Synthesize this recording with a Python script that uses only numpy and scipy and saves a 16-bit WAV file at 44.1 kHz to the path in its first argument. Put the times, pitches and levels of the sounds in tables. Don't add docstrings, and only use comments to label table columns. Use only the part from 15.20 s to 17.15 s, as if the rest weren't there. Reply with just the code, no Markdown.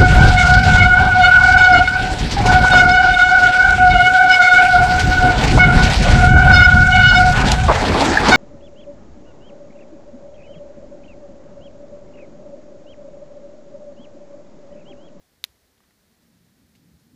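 import sys
import numpy as np
from scipy import signal
from scipy.fft import rfft, irfft
from scipy.io import wavfile

SR = 44100
rng = np.random.default_rng(int(sys.argv[2]) if len(sys.argv) > 2 else 0)


def pcm_store(signal):
    levels = np.round(np.clip(np.atleast_2d(signal), -1, 1) * 32767)
    wavfile.write(sys.argv[1], SR, levels.astype(np.int16).T)


N = 85995
BURST_S = .24045


def undb(db):
    return 10 ** (np.asarray(db) / 20)


def noise(gain):
    f = np.maximum(np.arange(N // 2 + 1) * SR / N, 1)
    x = irfft(rfft(rng.standard_normal(N)) * gain(f), N)
    return x / np.std(x)


def coloured(points):
    hz, db = np.array(points, float).T
    return noise(lambda f: undb(np.interp(np.log(f), np.log(hz), db)) * np.minimum(f / hz[0], 1) ** 2)


def since(start):
    return np.maximum(np.arange(N) / SR - start, 0) * 1000


def burst(ms, rise, decay):
    ms = np.maximum(ms, 0)
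    return np.minimum(ms / rise, 1) * np.exp(-np.maximum(ms - rise, 0) / decay)


def ring(ms, modes):
    ms = np.maximum(ms, 0)
    seconds = ms / 1000
    out = np.zeros(N)
    for hz, db, swell in modes:
        envelope = (ms / swell * np.exp(1 - ms / swell)) ** 2
        out += undb(db) * envelope * np.sin(2 * np.pi * hz * seconds)
    return out


# (frequency [Hz], relative density [dB])
HISS_SPECTRUM = [(30, -8.5), (65, -1), (120, -8.5), (220, -7.5), (400, -8), (650, -13.5), (1150, -17.5),
                 (1900, -15.5), (2750, -20.5), (4300, -17), (6000, -20.5), (8500, -23), (15000, -23.5)]

def air_hiss(level_db=-64.5, waver_db=.35):
    waver = noise(lambda f: np.exp(-f / 10))
    return undb(level_db + waver_db * waver) * coloured(HISS_SPECTRUM)


# (frequency [Hz], relative density [dB])
RUMBLE_SPECTRUM = [(40, -27), (90, -8.5), (130, -5.5), (175, 1), (245, -3.5), (330, -14.5), (500, -31),
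                   (1000, -48)]
# (time [s], level [dB])
RUMBLE_SWELL = [(0, -86.5), (.75, -72), (1.0, -67.5), (1.15, -63), (1.39, -63.5), (1.435, -58.5),
                (1.48, -63), (1.63, -57), (1.72, -57), (1.8, -61), (1.87, -58), (1.91, -60.5), (1.94, -53)]

def distant_rumble():
    level_db = np.interp(np.arange(N) / SR, *np.array(RUMBLE_SWELL).T)
    return undb(level_db) * coloured(RUMBLE_SPECTRUM)


# (time [s], level [dB], half-width [s])
WIND_BUMPS = [(0.014, -68, 0.018), (.22, -67.5, 0.065), (0.302, -67.5, 0.012), (0.583, -70.5, 0.034),
              (1.448, -63.5, 0.022), (1.75, -62, 0.022)]
# (frequency [Hz], relative density [dB])
BUMP_SPECTRUM = [(45, -10), (75, 14), (140, -10.5), (300, -30), (1000, -59.5)]

def wind_bumps():
    t = np.arange(N) / SR
    envelope = sum(undb(db) * np.exp(-((t - at) / width) ** 2) for at, db, width in WIND_BUMPS)
    return envelope * coloured(BUMP_SPECTRUM)


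# (frequency [Hz], peak level [dB], time to peak [ms])
WALL_RESONANCES = [(1106, -28, 0.38), (2140, -22, 0.74), (3850, -10.5, 0.5), (5880, -25.5, 0.65),
                   (8040, -26, .3), (10500, -28.5, .22)]

def wall_pop():
    return ring(since(BURST_S), WALL_RESONANCES)


# (delay after the burst [ms], level [dB], decay time [ms])
VALVE_SLAPS = [(.5, -34.5, 2.8), (2.6, -35, 0.91), (5.9, -35, 1.9), (6.9, -28.5, .5)]
# (frequency [Hz], relative density [dB])
SLAP_SPECTRUM = [(300, -28.5), (700, -20.5), (1500, -1.5), (2400, 1.5), (4000, 6.5), (5500, -3),
                 (7200, 0.5), (8300, -6), (11000, 2), (12000, -20.5), (13500, -2.5), (15000, -2.5)]

def valve_slaps(rise_ms=.28):
    ms = since(BURST_S)
    envelope = sum(undb(db) * burst(ms - delay, rise_ms, decay) for delay, db, decay in VALVE_SLAPS)
    return envelope * coloured(SLAP_SPECTRUM)


# (frequency [Hz], peak level [dB], time to peak [ms])
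SEAM_RESONANCES = [(13320, -20, 0.35), (14550, -24, 0.51)]

def seam_snap(delay_ms=.69):
    return ring(since(BURST_S) - delay_ms, SEAM_RESONANCES)


# (frequency [Hz], relative density [dB])
SCATTER_SPECTRUM = [(300, -9), (1500, -0.5), (4000, 5), (8000, -7.5), (15000, -12.5)]

def foliage_scatter(level_db=-57.5, rise_ms=4, t60_s=.17):
    decay_ms = 1000 * t60_s / np.log(1000)
    return undb(level_db) * burst(since(BURST_S), rise_ms, decay_ms) * coloured(SCATTER_SPECTRUM)


# (time [s], level [dB], decay time [ms], centre frequency [Hz])
LEAF_TOUCHES = [(0.577, -60.5, 4, 1800), (0.603, -57.5, 3, 1190), (0.634, -66.5, 11, 1400),
                (.707, -63.5, 7.2, 1500), (1.551, -58, 6.7, 2400), (1.556, -65.5, 18, 4770),
                (1.795, -67.5, 15, 5230)]

def leaf_ticks(rise_ms=1.35, q=1.7):
    out = np.zeros(N)
    for start, db, decay, hz in LEAF_TOUCHES:
        band = noise(lambda f: 1 / (1 + (q * (f / hz - hz / f)) ** 2) ** .5)
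        out += undb(db) * burst(since(start), rise_ms, decay) * band
    return out


def scene():
    pod = wall_pop() + valve_slaps() + seam_snap()
    leaves = foliage_scatter() + leaf_ticks()
    background = air_hiss() + distant_rumble() + wind_bumps()
    return (pod + leaves + background)[None]


def record(dry):
    lowpass = signal.firwin(255, cutoff=15300, fs=SR)
    return signal.fftconvolve(dry, lowpass[None], mode="same")


dry = scene()
out = record(dry)
pcm_store(out)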